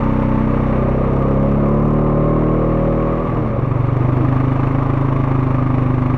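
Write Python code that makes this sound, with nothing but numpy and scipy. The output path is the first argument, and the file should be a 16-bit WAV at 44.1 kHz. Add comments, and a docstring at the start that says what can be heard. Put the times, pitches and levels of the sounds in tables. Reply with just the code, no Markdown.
"""An engine pulls and gathers speed, then its note sags away and a slower, heavy throb takes its place.
We are on board a four-stroke all-terrain vehicle, first on the trail, then towing through deep water.
The exhaust is a stack of tones on multiples of the firing rate, shaped by the resonances of the pipe.
Roar, clatter, rasp and hiss are coloured noise that swells with each firing; a low drone is ringing noise.
The drive whines on the trail, and in spells short clicks come once a firing."""
import sys
import numpy as np
from scipy import signal
from scipy.fft import rfft, irfft, next_fast_len
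from scipy.io import wavfile
from scipy.ndimage import uniform_filter1d, minimum_filter1d

SR = 44100
rng = np.random.default_rng(int(sys.argv[2]) if len(sys.argv) > 2 else 0)


def log_audio(samples):
    """Write samples as a 16-bit WAV file to the path given in sys.argv[1]."""
    # one column per channel
    frames = np.atleast_2d(samples).T
    # limit to full scale, then quantise
    limited = np.clip(frames, -1, 1)
    pcm = np.round(limited * 32767).astype(np.int16)
    wavfile.write(sys.argv[1], SR, pcm)


N = 272331
TIME = np.arange(N) / SR   # seconds

# Engine speed on the trail and while towing. Each row: time in seconds, firings per second.
TRAIL_SPEED = [(0.0, 32.33), (0.14, 31.73), (0.77, 31.53), (1.66, 35.28), (1.95, 37.56), (2.15, 37.32),
               (2.31, 38.34), (3.01, 39.69), (3.31, 41.09), (3.52, 35.03), (3.8, 31.47)]
TOW_SPEED = [(3.75, 23.6), (4.22, 25.45), (4.88, 26.68), (5.28, 26.33), (5.62, 25.37), (6.18, 25.02)]
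# How hard the engine works. Each row: time in seconds, effort from 0 to 1, strain in dB.
# Positive strain lifts the even multiples of the firing rate and lowers the odd ones.
TRAIL_WORK = [(0, 0.15, -1.5), (.5, 0.17, -3), (.8, 0.48, 1), (1.4, 0.45, 5.5), (2.2, 0.97, -1),
              (2.799, 0.99, -0.5), (3.3, 0.87, 4)]
TOW_WORK = [(3.8, 0, 1.8), (4.4, 0.7, 0.1), (5.1, 1, -1.5), (5.6, 0.87, 0.8), (6.18, 0.9, 2.3)]
STRAIN_FULL_ORDER = 8   # strain acts less on the multiples below this one
# Exhaust resonances. Each row: centre in Hz, width in Hz, relative level in dB at light effort,
# relative level in dB at full effort.
TRAIL_PIPE = [(40, 87.0, -24.0, -24.5), (125, 45, -19.5, -26.5), (145.6, 32.5, -29.5, -18.0),
              (220.7, 41, -21.5, -21.5), (281.3, 38, -24.5, -38.5), (303.5, 36.6, -40, -23.5),
              (372.5, 56, -34.5, -25.5), (465.3, 52.0, -37.0, -27.5), (557, 64, -34.0, -27.0),
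              (680, 201.0, -53.5, -41)]
TOW_PIPE = [(28.6, 50, -30.5, -27.5), (123.4, 35.5, -17, -17.0), (177.2, 15, -43.0, -32.0),
            (256.2, 28, -30, -23.5), (275.7, 52.0, -34.5, -26), (350, 102.0, -40.5, -35.5)]
EXHAUST_LAG_CYCLES = 0.061   # on the trail the exhaust stroke follows the first rasp of the cycle

# The trail note fades away while the towing note comes in.
TRAIL_FADE_S, TRAIL_GONE_S = 2.97, 3.88
TOW_ENTERS_S, TOW_FULL_S = 3.04, 3.8
TRAIL_GAIN_DB, TOW_GAIN_DB = 0.22, 0.5

# Roar of the unsteady gas flow in the exhaust. Each row: time in seconds, level in dB.
ROAR_LEVEL = [(0, -33.5), (.8, -26.5), (1.3, -25.5), (2.4, -30.5), (3.3, -29), (3.7, -29), (4.2, -26.5),
              (5, -26.5), (6.18, -29)]
# Base for the clatter, before its offset. Each row: time in seconds, level in dB.
CLATTER_BASE = [(0.12, -28), (0.25, -29), (3.41, -30.5), (3.64, -31.5), (4.86, -27), (6.05, -29)]
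# Shared base for rasp and hiss, before their offsets. Each row: time in seconds, level in dB.
TREBLE_BASE = [(0.15, -39), (0.52, -39.5), (1.89, -44.5), (3.29, -41.5), (3.54, -43.5), (4.53, -38.5),
               (5.84, -39.5), (5.98, -40), (6.0, -39)]
CLATTER_OFFSET_DB, RASP_OFFSET_DB, HISS_OFFSET_DB = 0.08, 0.3, -17.5

# Colours of the noises and of the clicks. Each row: frequency in Hz, relative strength in dB.
ROAR_COLOUR = [(15, -23.5), (33, 0), (65, -1), (130, -1), (200, -2), (290, -2.5), (400, 2.5), (490, 1.5),
               (570, 4), (650, 1), (760, -4), (1000, -53)]
CLATTER_COLOUR = [(480, -28.5), (620, -17.5), (710, -9.5), (800, 2), (950, 1.5), (1100, 5), (1210, 5.5),
                  (1300, -2), (1420, -9), (1700, -19)]
RASP_COLOUR = [(1100, -33.5), (1450, -2), (1700, -3), (2200, -2.5), (2600, -9), (3000, -14.5),
               (3400, -27.5), (4200, -45)]
HISS_COLOUR = [(2800, -16.5), (3400, -1.5), (3650, -1.5), (3900, -7), (4300, -7), (4900, -15.5),
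               (5600, -11), (7000, -19.5), (9500, -22), (12000, -29), (14300, -27.5), (15500, -43)]
CLICK_COLOUR = [(1000, -14), (2500, -8.5), (5000, 3.5), (8000, -4.5), (10000, -8.5), (13000, -8),
                (15500, -13)]

# Whine of the drive. Each row: time in seconds, level in dB.
WHINE_LEVEL = [(0, -34), (.45, -34), (.8, -52), (1.5, -41), (1.9, -35), (2.5, -32), (2.9, -39),
               (3.3, -32.5), (3.7, -63)]
WHINE_ORDER = 28   # whine pitch as a multiple of the firing rate

# A hollow low drone swells faintly as the notes change over, then more strongly.
# Each row: time of the top in seconds, height in dB,
# time in seconds from the top until the swell is down to 37 percent.
DRONE_SWELLS = [(3.382, -33, 0.071), (4.172, -24, 0.15)]
DRONE_TOWING_DB = -38   # steady part that stays during the tow

# Spells of clicking. Each row: start in seconds, end in seconds,
# click strength in dB before the overall click gain and the colour.
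CLICK_SPELLS = [(1.12, 1.53, -45.5), (1.65, 1.95, -46), (3.95, 4.34, -49), (4.35, 4.8, -55),
                (4.81, 5.03, -44.5), (5.07, 5.4, -49), (5.41, 6.0, -58), (6.01, 6.16, -46)]
TRAIL_CLICK_CYCLE, TOW_CLICK_CYCLE = 0.17, 0.014   # place of the click, as a part of the firing cycle

CUTOFF_HZ = 16000


def from_db(db):
    """Turn decibels into a gain."""
    return 10 ** (np.asarray(db) / 20)


def rms_one(x):
    """Scale a sound to an average power of 1."""
    return x / np.sqrt(np.mean(x ** 2) + 1e-20)


def in_time(rows):
    """Draw straight lines between the rows of a table and return each column at every sample."""
    seconds, *columns = np.transpose(rows)
    return [np.interp(TIME, seconds, column) for column in columns]


def ramp(start_s, end_s):
    """Rise in a straight line from 0 to 1."""
    return np.clip((TIME - start_s) / (end_s - start_s), 0, 1)


def drift(rate_hz):
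    """Wander slowly at random around 0 with a spread of 1; a higher rate wanders faster."""
    step = 40   # the wander is made at every 40th sample, then joined by straight lines
    settle = 2000   # opening points dropped while the smoothing settles
    r = np.exp(-2 * np.pi * rate_hz * step / SR)
    noise = rng.standard_normal(N // step + 2 + settle)
    slow = signal.lfilter([1], [1, -2 * r, r * r], noise)[settle:]
    return np.interp(np.arange(N) / step, np.arange(len(slow)), rms_one(slow))


def coloured(x, colour):
    """Give a sound a smooth spectrum, falling steeply outside the table's first and last frequency."""
    size = next_fast_len(N + SR // 10)
    hz = np.maximum(np.arange(size // 2 + 1) * SR / size, 1)
    points_hz, level_db = np.transpose(colour)
    beyond = np.maximum(hz / points_hz[-1], 1) * np.maximum(points_hz[0] / hz, 1)
    gain = from_db(np.interp(np.log(hz), np.log(points_hz), level_db)) / beyond ** 4
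    return irfft(rfft(x, size) * gain, size)[:N]


def resonance(x, hz, width_hz):
    """Ring at one frequency, as a two-pole filter with gain 1 at its top."""
    r = np.exp(-np.pi * width_hz / SR)
    feed = np.array([1, 0, -1]) * (1 - r * r) / 2
    ring = [1, -2 * r * np.cos(2 * np.pi * hz / SR), r * r]
    return signal.lfilter(feed, ring, x)


def crank(speed, fires_at, wobble):
    """Return the firing rate and a running count of firing cycles, made slightly uneven by a wander."""
    rate_hz, = in_time(speed)
    cycles = np.cumsum(rate_hz) / SR - fires_at + wobble * drift(7)
    return rate_hz, cycles


def stroke_times(cycles, place):
    """Find the moments in seconds at which the engine passes one place in its cycle."""
    passed = np.diff(np.floor(cycles - place)) > 0
    return TIME[1:][passed]


def burst(cycles, centre, width, depth, uneven_db):
    """Shape a loudness curve that jumps up and dies away each cycle, every time with its own strength."""
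    since = (cycles - centre) % 1
    stroke = np.floor(cycles - centre).astype(int)
    strength = from_db(uneven_db * rng.standard_normal(SR // 10))[stroke]
    bump = since / width * np.exp(1 - since / width)
    return rms_one(1 + depth * strength * bump)


def stroke_clicks(strokes, level_db, uneven_db, second_s, second_db):
    """Click on every stroke of a spell: one pulse of its own strength, then a usually weaker opposite one."""
    pulses = np.zeros(N)
    clicks = [(s, db) for start, end, db in CLICK_SPELLS for s in strokes if start <= s <= end]
    chances = rng.standard_normal((len(clicks), 3))
    for (s, db), (hard, late, soft) in zip(clicks, chances):
        pulses[int(s * SR)] += from_db(db + uneven_db * hard)
        second_at = int((s + second_s * (1 + 0.12 * late)) * SR)
        pulses[min(second_at, N - 1)] -= from_db(db + second_db + 3 * soft)
    return from_db(level_db) * coloured(pulses, CLICK_COLOUR)


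def hollow_drone(swell, hz, width_hz):
    """Let gusts of gas, made of pulsing noise, ring one low resonance."""
    level = from_db(DRONE_TOWING_DB) * ramp(TOW_ENTERS_S, TOW_FULL_S)
    for top_s, db, fall_s in DRONE_SWELLS:
        level = level + from_db(db) * np.exp(-((TIME - top_s) / fall_s) ** 2)
    gusts = rng.standard_normal(N) * swell
    ringing = resonance(resonance(gusts, hz, width_hz), hz, width_hz)
    return level * rms_one(ringing)


def drive_whine(cycles):
    """Sing a gear tone tied to engine speed, roughened by random wander and shaken by each firing."""
    level_db, = in_time(WHINE_LEVEL)
    tone = np.sin(2 * np.pi * WHINE_ORDER * cycles + 0.79 * drift(16))
    roughness = 1 + 0.33 * drift(25)
    shake = 1 + 0.12 * np.cos(2 * np.pi * (cycles - 0.5))
    return from_db(level_db) * rms_one(tone * roughness * shake)


def pulsing_noise(swell, colour, depth, grain_db):
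    """Make coloured noise that swells with the firings; depth sets how much, grain_db adds a quick flicker."""
    grains = from_db(grain_db * drift(150))
    noise = rng.standard_normal(N) * swell ** depth * grains
    return rms_one(coloured(noise, colour))


def machine_noise(swell):
    """Add gas roar, valve clatter, rasp and hiss, all noise that pulses with the firings."""
    roar_db, = in_time(ROAR_LEVEL)
    clatter_db, = in_time(CLATTER_BASE)
    treble_db, = in_time(TREBLE_BASE)
    roar = pulsing_noise(swell, ROAR_COLOUR, depth=0.54, grain_db=0.0)
    clatter = pulsing_noise(swell, CLATTER_COLOUR, depth=1.0, grain_db=0.65)
    rasp = pulsing_noise(swell, RASP_COLOUR, depth=1.1, grain_db=1.0)
    hiss = pulsing_noise(swell, HISS_COLOUR, depth=0.8, grain_db=0.8)
    return (from_db(roar_db) * roar
            + from_db(clatter_db + CLATTER_OFFSET_DB) * clatter
            + from_db(treble_db + RASP_OFFSET_DB) * rasp
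            + from_db(treble_db + HISS_OFFSET_DB) * hiss)


def pipe_gain(hz, effort, pipe):
    """Find how strongly the pipe's resonances, which grow or shrink with effort, carry a tone."""
    power = 0
    for centre_hz, width_hz, light_db, full_db in pipe:
        top = from_db(light_db + (full_db - light_db) * effort)
        power = power + top ** 2 / (1 + (2 * (hz - centre_hz) / width_hz) ** 2) ** 2
    return np.sqrt(power)


def exhaust(speed_hz, cycles, pipe, work, count, sweep_s_per_hz, boom_hz, boom_width_hz, rough, echo_s, scatter):
    """Glide multiples of the firing rate through the pipe's resonances; the high ones waver most."""
    effort, strain_db = in_time(work)
    sweep = np.interp(effort, np.linspace(0, 1, len(sweep_s_per_hz)), sweep_s_per_hz)
    pivot_hz = 290
    step = 100   # the pipe's gain is worked out at every 100th sample
    out = np.zeros(N)
    for k in range(1, count + 1):
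        hz = k * speed_hz
        level = np.interp(TIME, TIME[::step], pipe_gain(hz[::step], effort[::step], pipe))
        # under strain a second beat grows halfway through the cycle and favours the even multiples
        level = level * from_db(strain_db * (-1) ** k * min(k / STRAIN_FULL_ORDER, 1))
        # pitches above the pivot sound later and those below it earlier, which spreads out each firing
        lag_turns = sweep * hz * (hz / 2 - pivot_hz)
        # a reflection off the body blurs the stroke
        lag_turns += scatter * np.sin(2 * np.pi * hz * echo_s)
        # the exhaust's boom rings on after each firing
        ringing = np.arctan(2 * (hz - boom_hz) / boom_width_hz)
        waver = rough * k / 10
        angle = 2 * np.pi * (k * cycles - lag_turns) - ringing + waver * drift(5.7)
        out += np.sqrt(2) * level * (1 + waver * drift(6.1)) * np.cos(angle)
    return out


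def scene():
    """Let the trail run give way to the tow and add up all the sources."""
    trail_hz, trail_cycles = crank(TRAIL_SPEED, fires_at=-0.042, wobble=0.001)
    tow_hz, tow_cycles = crank(TOW_SPEED, fires_at=0.75, wobble=0.002)

    # clicks follow the trail engine first, then the towing engine
    trail_strokes = stroke_times(trail_cycles, TRAIL_CLICK_CYCLE)
    tow_strokes = stroke_times(tow_cycles, TOW_CLICK_CYCLE)
    strokes = np.r_[trail_strokes[trail_strokes < TOW_FULL_S], tow_strokes[tow_strokes >= TOW_FULL_S]]
    clicks = stroke_clicks(strokes, level_db=13.5, uneven_db=2.5, second_s=0.0042, second_db=-9.0)

    # the bursts of mechanical noise pass from one beat to the other
    towing = ramp(3.3, 4.87)
    trail_swell = burst(trail_cycles, centre=0.028, width=0.19, depth=0.38, uneven_db=2.5)
    tow_swell = burst(tow_cycles, centre=-0.11, width=0.11, depth=1.5, uneven_db=1.0)
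    swell = (1 - towing) * trail_swell + towing * tow_swell
    drone = hollow_drone(swell, hz=308, width_hz=81)
    whine = drive_whine(trail_cycles)
    noise = machine_noise(swell)

    # a quick, snarling note on the trail (turned upside down) and a slow boom in the water
    trail = -exhaust(trail_hz, trail_cycles - EXHAUST_LAG_CYCLES, TRAIL_PIPE, TRAIL_WORK, count=21,
                     sweep_s_per_hz=(1e-5, 3.5e-5, 4e-5), boom_hz=193, boom_width_hz=90,
                     rough=0.15, echo_s=0.00896, scatter=0.092)
    tow = exhaust(tow_hz, tow_cycles, TOW_PIPE, TOW_WORK, count=16,
                  sweep_s_per_hz=(2.5e-5, 1.8e-5), boom_hz=145, boom_width_hz=18,
                  rough=0.12, echo_s=0.009, scatter=0.058)
    trail_part = from_db(TRAIL_GAIN_DB) * (1 - ramp(TRAIL_FADE_S, TRAIL_GONE_S)) * trail
    tow_part = from_db(TOW_GAIN_DB) * ramp(TOW_ENTERS_S, TOW_FULL_S) * tow
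    return (clicks + drone + whine + noise + trail_part + tow_part)[None]


def record(dry):
    """Hold the highest peaks down with a limiter, ease both ends and cut the top of the treble."""
    ceiling = 0.53
    reach = SR // 200   # samples in 5 ms
    gain = minimum_filter1d(np.minimum(1, ceiling / (np.abs(dry) + 1e-9)), 2 * reach)
    smooth_gain = uniform_filter1d(uniform_filter1d(gain, reach), reach)
    ease = np.clip(np.minimum(TIME, TIME[-1] - TIME) / 0.004, 0, 1)   # 4 ms at each end
    low_pass = signal.cheby2(16, 60, CUTOFF_HZ, fs=SR, output="sos")
    return signal.sosfilt(low_pass, dry * smooth_gain * ease)


dry = scene()
out = record(dry)
log_audio(out)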